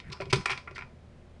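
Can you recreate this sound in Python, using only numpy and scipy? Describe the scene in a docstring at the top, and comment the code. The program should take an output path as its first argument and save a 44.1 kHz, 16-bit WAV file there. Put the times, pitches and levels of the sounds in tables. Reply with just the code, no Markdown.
"""A light click and a faint rub sound over a low hum: a plastic lid is worked off a glass blender jar.
The seal slips by friction, then lets go with a crack and a hollow thump of the air inside.
The rim chatters over the glass, exciting its modes briefly, and taps it a few more times as it lifts.
The handling rumbles through the table, and the room adds a short reverberation to the close sound."""
import sys
import numpy as np
from scipy import signal
from scipy.fft import rfft, irfft, next_fast_len
from scipy.io import wavfile
from scipy.ndimage import uniform_filter1d

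SR = 44100
rng = np.random.default_rng(int(sys.argv[2]) if len(sys.argv) > 2 else 0)


def wav_out(sig):
    """Save sig, one row per channel (or a flat mono array), as 16-bit PCM at SR to the path in sys.argv[1]."""
    wavfile.write(sys.argv[1], SR, np.round(np.clip(np.atleast_2d(sig).T, -1, 1) * 32767).astype(np.int16))


N = 61739
FFT_SIZE = next_fast_len(2 * N)
FREQS = np.fft.rfftfreq(FFT_SIZE, 1 / SR)
T = np.arange(N) / SR

# Partials of the hum. Each row: frequency in Hz, rms level in dB.
HUM_PARTIALS = [(78.5, -55.5), (119.5, -64), (240, -67.5), (360, -70)]
# Spectrum of the room noise. Each row: frequency in Hz, relative density in dB.
NOISE_SPECTRUM = [(20, -7.5), (32, -7), (52, -11.5), (80, -13), (130, -8), (200, -11), (300, -21),
                  (600, -19), (900, -28), (2400, -34.5), (4500, -42), (10400, -53.5), (12000, -71)]
# Hard contacts of lid and jar. Each row: start in seconds, relative levels of clack and snap in dB,
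# cut-off in Hz (lower for a softer contact).
CONTACTS = [(.001, -42, -37.5, 5000), (.101, -45.5, -44, 4500), (.172, -47.5, -52, 6000),
            (.2025, -30.5, -35, 2800), (.209, -34, -35, 6000), (.219, -30, -37, 5000),
            (.256, -46, -39.5, 4000), (.3275, -21.5, -22.5, 11000), (0.3304, -13.5, -13, 7410),
            (.3335, -20.5, -17.5, 9000), (.3395, -28, -34.5, 9000), (.359, -37, -25.5, 8000),
            (.411, -37.5, -39, 6000), (.457, -22, -28.5, 9000), (.4587, -17.5, -22.5, 14000),
            (.4625, -28, -39, 9000), (.4685, -38, -50, 7000), (.4835, -28.5, -51, 4500),
            (.497, -21.5, -32, 6000), (.503, -23, -27, 9000), (.506, -22, -27, 7000),
            (.5145, -31.5, -29.5, 12000), (.517, -29, -29, 7000), (.532, -24.5, -34, 5000),
            (0.5761, -30.5, -30, 4830), (0.6747, -30, -52, 2470), (.678, -32.5, -48.5, 2600),
            (.7105, -40, -45, 4500), (0.7804, -30, -36.5, 4800), (.790, -32, -38.5, 4000),
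            (.810, -33.5, -42, 3500), (0.8224, -32, -44, 4000)]
# Spectra of the plastic's midrange clack and treble snap. Each row: frequency in Hz, relative level in dB.
CLACK_SPECTRUM = [(100, -37.5), (400, -16), (620, -14), (780, -4.5), (870, -8), (1000, -4), (1600, -6),
                  (2450, 2), (2950, -17), (4000, -26.5), (11000, -56.5)]
SNAP_SPECTRUM = [(300, -45.5), (1800, -10), (3200, 4.5), (5200, 2.5), (6500, -5.5), (8200, -5),
                 (10300, -12.5)]
# Slips of the seal. Each row: start in seconds, length in seconds, centre in Hz, relative level in dB.
SEAL_SLIPS = [(0.002, 0.14, 1940, -50), (0.091, 0.1, 1070, -44.5), (0.116, 0.025, 4267, -33),
              (0.119, .018, 2500, -35.5), (0.2018, 0.032, 650, -32), (.204, .024, 1974, -37),
              (.297, 0.024, 2500, -35), (.298, .02, 4700, -36), (0.49, 0.014, 2290, -30.5),
              (0.514, 0.021, 2470, -27.5), (0.516, 0.039, 5100, -52), (0.746, 0.028, 4260, -42),
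              (0.754, 0.025, 2020, -34)]
# Modes of the jar. Each row: frequency in Hz, bandwidth in Hz, gain in dB.
JAR_MODES = [(385, 29, 14.5), (1005, 50, 5.5), (1153, 45, -2.5), (1403, 94, 7.5), (1841, 36, -2),
             (2050, 62, 1), (2260, 55, 1), (2504, 17, 1), (3250, 70, -4), (3970, 80, -17), (5085, 60, 3.5),
             (5730, 50, -2)]
# Reverberation of the room. Each row: frequency in Hz, time to fall 60 dB (T60) in seconds.
ROOM_DECAY = [(150, .4), (1000, 0.4), (2500, 0.24), (5000, .36), (10000, .28)]
# Shakes of the jar on the table. Each row: start in seconds, length in seconds, level in dB.
TABLE_SHAKES = [(0.058, 0.067, -43), (.21, 0.12, -47), (0.356, 0.062, -34.5)]
# Spectrum of their rumble. Each row: frequency in Hz, relative level in dB.
RUMBLE_SPECTRUM = [(15, -10), (30, -3), (55, -11.5), (90, 1), (170, -2), (260, -10), (600, -52.5)]
# Soft knocks as the lid comes free. 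Each row: start in seconds, levels of thump, air and lid flex in dB.
TUGS = [(.098, -41, -48, -59), (0.12, -49.5, -40, -64), (0.2022, -44.5, -29.5, -27.5),
        (0.22, -34, -32, -47), (.266, -35.5, -35, -59.5), (0.329, -17.5, -15.5, -22.5),
        (.364, -27.5, -25.5, -45), (0.516, -39, -53, -64), (.711, -44, -40.5, -42.5),
        (0.834, -44, -62, -60)]
# Mode pairs of thump, air and lid flex, in the order of the pitches below.
# Each row: gain in dB, T60 in seconds, attack time in seconds.
THUMP_MODES = [(1, 0.16, 0.0038), (-14.5, 0.24, 0.013)]
AIR_MODES = [(3, 0.071, 0.0042), (-8.5, .07, 0.0032)]
FLEX_MODES = [(0, .05, 0.001094), (-8, 0.018, 0.00107)]
THUMP_HZ, AIR_HZ, FLEX_HZ = (130, 161), (390, 438), (590, 700)


def amp(db):
    """Amplitude ratio of a level in decibels."""
    return 10 ** (np.asarray(db) / 20)


def unit(x):
    """Normalisation to an rms of 1."""
    return x / np.sqrt(np.mean(np.abs(x) ** 2) + 1e-20)


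def along(points, hz):
    """Interpolation of (Hz, value) points on a logarithmic frequency axis."""
    freqs, values = np.transpose(points)
    return np.interp(np.log(hz + 1), np.log(freqs + 1), values)


def filtered(x, response):
    """Convolution, as the product of a spectrum and a frequency response."""
    return irfft(rfft(x, FFT_SIZE) * response, FFT_SIZE)[:N]


def colour(points):
    """Minimum-phase response of unit power, shaped by (Hz, dB) points."""
    cepstrum = irfft(np.log(amp(along(points, FREQS))), FFT_SIZE)
    cepstrum[1:FFT_SIZE // 2] *= 2
    cepstrum[FFT_SIZE // 2 + 1:] = 0
    return unit(np.exp(rfft(cepstrum, FFT_SIZE)))


def resonance(hz, width):
    """Response of a damped oscillator, 1 at its natural frequency."""
    return 1j * FREQS * width / (hz * hz - FREQS ** 2 + 1j * FREQS * width)


def add(track, start, x):
    """Superposition of x on the track from a start in seconds."""
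    i = max(0, round(start * SR))
    track[i:i + len(x)] += x[:N - i]


def swell(start, length):
    """Half-sine envelope: one rise and fall."""
    return np.sin(np.pi * np.clip((T - start) / length, 0, 1))


def background():
    """Superposition of steady low partials and dull broadband room noise."""
    hum = sum(amp(db) * np.sqrt(2) * np.sin(2 * np.pi * (hz * T + rng.random()))
              for hz, db in HUM_PARTIALS)
    noise = unit(filtered(rng.standard_normal(FFT_SIZE), colour(NOISE_SPECTRUM)))
    return hum + amp(-54) * noise


def impact(chatter_t60_s=0.021, early_t60_s=0.07):
    """Impulsive excitation: a blow, brief chatter and early reflections that differ for each contact."""
    t = T[:SR // 8]
    chatter = rng.standard_normal(len(t)) * amp(-60 * t / chatter_t60_s)
    force = amp(6.5) * chatter / np.linalg.norm(chatter)
    force[0] += 1  # the blow itself
    early = rng.standard_normal(len(t)) * amp(-60 * t / early_t60_s)
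    early *= 1 - np.exp(-t / 0.0048)  # reflections from table and body build up
    excitation = force / np.linalg.norm(force) + amp(-7.5) * early / np.linalg.norm(early)
    return np.sqrt(0.004 * SR) * excitation  # the energy of about 4 ms at rms 1


def lid_clicks():
    """Impacts sound the plastic; the compliance of each contact acts as a low-pass filter."""
    clicks = np.zeros(N)
    clack_colour, snap_colour = colour(CLACK_SPECTRUM), colour(SNAP_SPECTRUM)
    for start, clack_db, snap_db, cutoff_hz in CONTACTS:
        lowpass = 1 / (1 + 1j * np.sqrt(2) * FREQS / cutoff_hz - (FREQS / cutoff_hz) ** 2)
        clack = amp(clack_db) * filtered(impact(), clack_colour * lowpass)
        snap = amp(snap_db) * filtered(impact(), snap_colour * lowpass)
        add(clicks, start, clack + snap)
    return clicks


def seal_rubs(graininess=0.4):
    """Sliding friction of seal on glass gives a band of gritty noise with a faint, broad hiss."""
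    rubs = np.zeros(N)
    for start, length, hz, db in SEAL_SLIPS:
        noise = rng.standard_normal(N)
        roughness = unit(uniform_filter1d(rng.standard_normal(N), size=24))
        grit = unit(noise * np.exp(graininess * roughness))
        band = resonance(hz, width=0.5 * hz) ** 2
        hiss = amp(-29.5) * resonance(2 * hz, width=2 * hz)
        rubs += amp(db) * swell(start, length) * unit(filtered(grit, band + hiss))
    return rubs


def jar_ring(plastic):
    """Modal resonance: the glass rings in response to the plastic, whose own sound also passes."""
    modes = sum(amp(db) * resonance(hz, width) for hz, width, db in JAR_MODES)
    return filtered(plastic, 1 + modes)


def reverberation(x):
    """A diffuse field decays exponentially, somewhat sooner in the treble."""
    hz, t, spectra = signal.stft(rng.standard_normal(SR // 2), SR, nperseg=256)
    decay = amp(-60 * t / along(ROOM_DECAY, hz)[:, None])
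    _, tail = signal.istft(spectra * decay, SR, nperseg=256)
    return amp(-9.5) * filtered(x, rfft(tail / np.linalg.norm(tail), FFT_SIZE))


def table_rumble():
    """Structure-borne sound: the jar shakes the table while the hands pull."""
    envelope = sum(amp(db) * swell(start, length) for start, length, db in TABLE_SHAKES)
    return envelope * unit(filtered(rng.standard_normal(N), colour(RUMBLE_SPECTRUM)))


def soft_knocks():
    """Damped free vibration: each tug thumps the jar, rings the air inside and flexes the lid."""
    knocks = np.zeros(N)
    resonators = (THUMP_HZ, THUMP_MODES), (AIR_HZ, AIR_MODES), (FLEX_HZ, FLEX_MODES)
    for start, *levels_db in TUGS:
        for db, (pitches, modes) in zip(levels_db, resonators):
            for hz, (mode_db, t60, attack) in zip(pitches, modes):
                envelope = amp(db + mode_db - 60 * T / t60) * (1 - np.exp(-T / attack))
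                add(knocks, start, envelope * np.sin(2 * np.pi * hz * T))
    return knocks


def scene():
    """Direct and reverberant sound add at the microphone; the knocks mostly arrive directly."""
    lid_on_glass = amp(-9.5) * jar_ring(lid_clicks() + seal_rubs())
    knocks = soft_knocks()
    room = reverberation(lid_on_glass + amp(-12) * knocks)
    return (lid_on_glass + knocks + room + table_rumble() + background())[None]


def record(dry, cutoff_hz=10400):
    """Band limiting: the microphone acts as a steep low-pass filter."""
    lowpass = 1 / np.sqrt(1 + (FREQS / cutoff_hz) ** 140)
    return filtered(dry[0], lowpass)[None]


dry = scene()
out = record(dry)
wav_out(out)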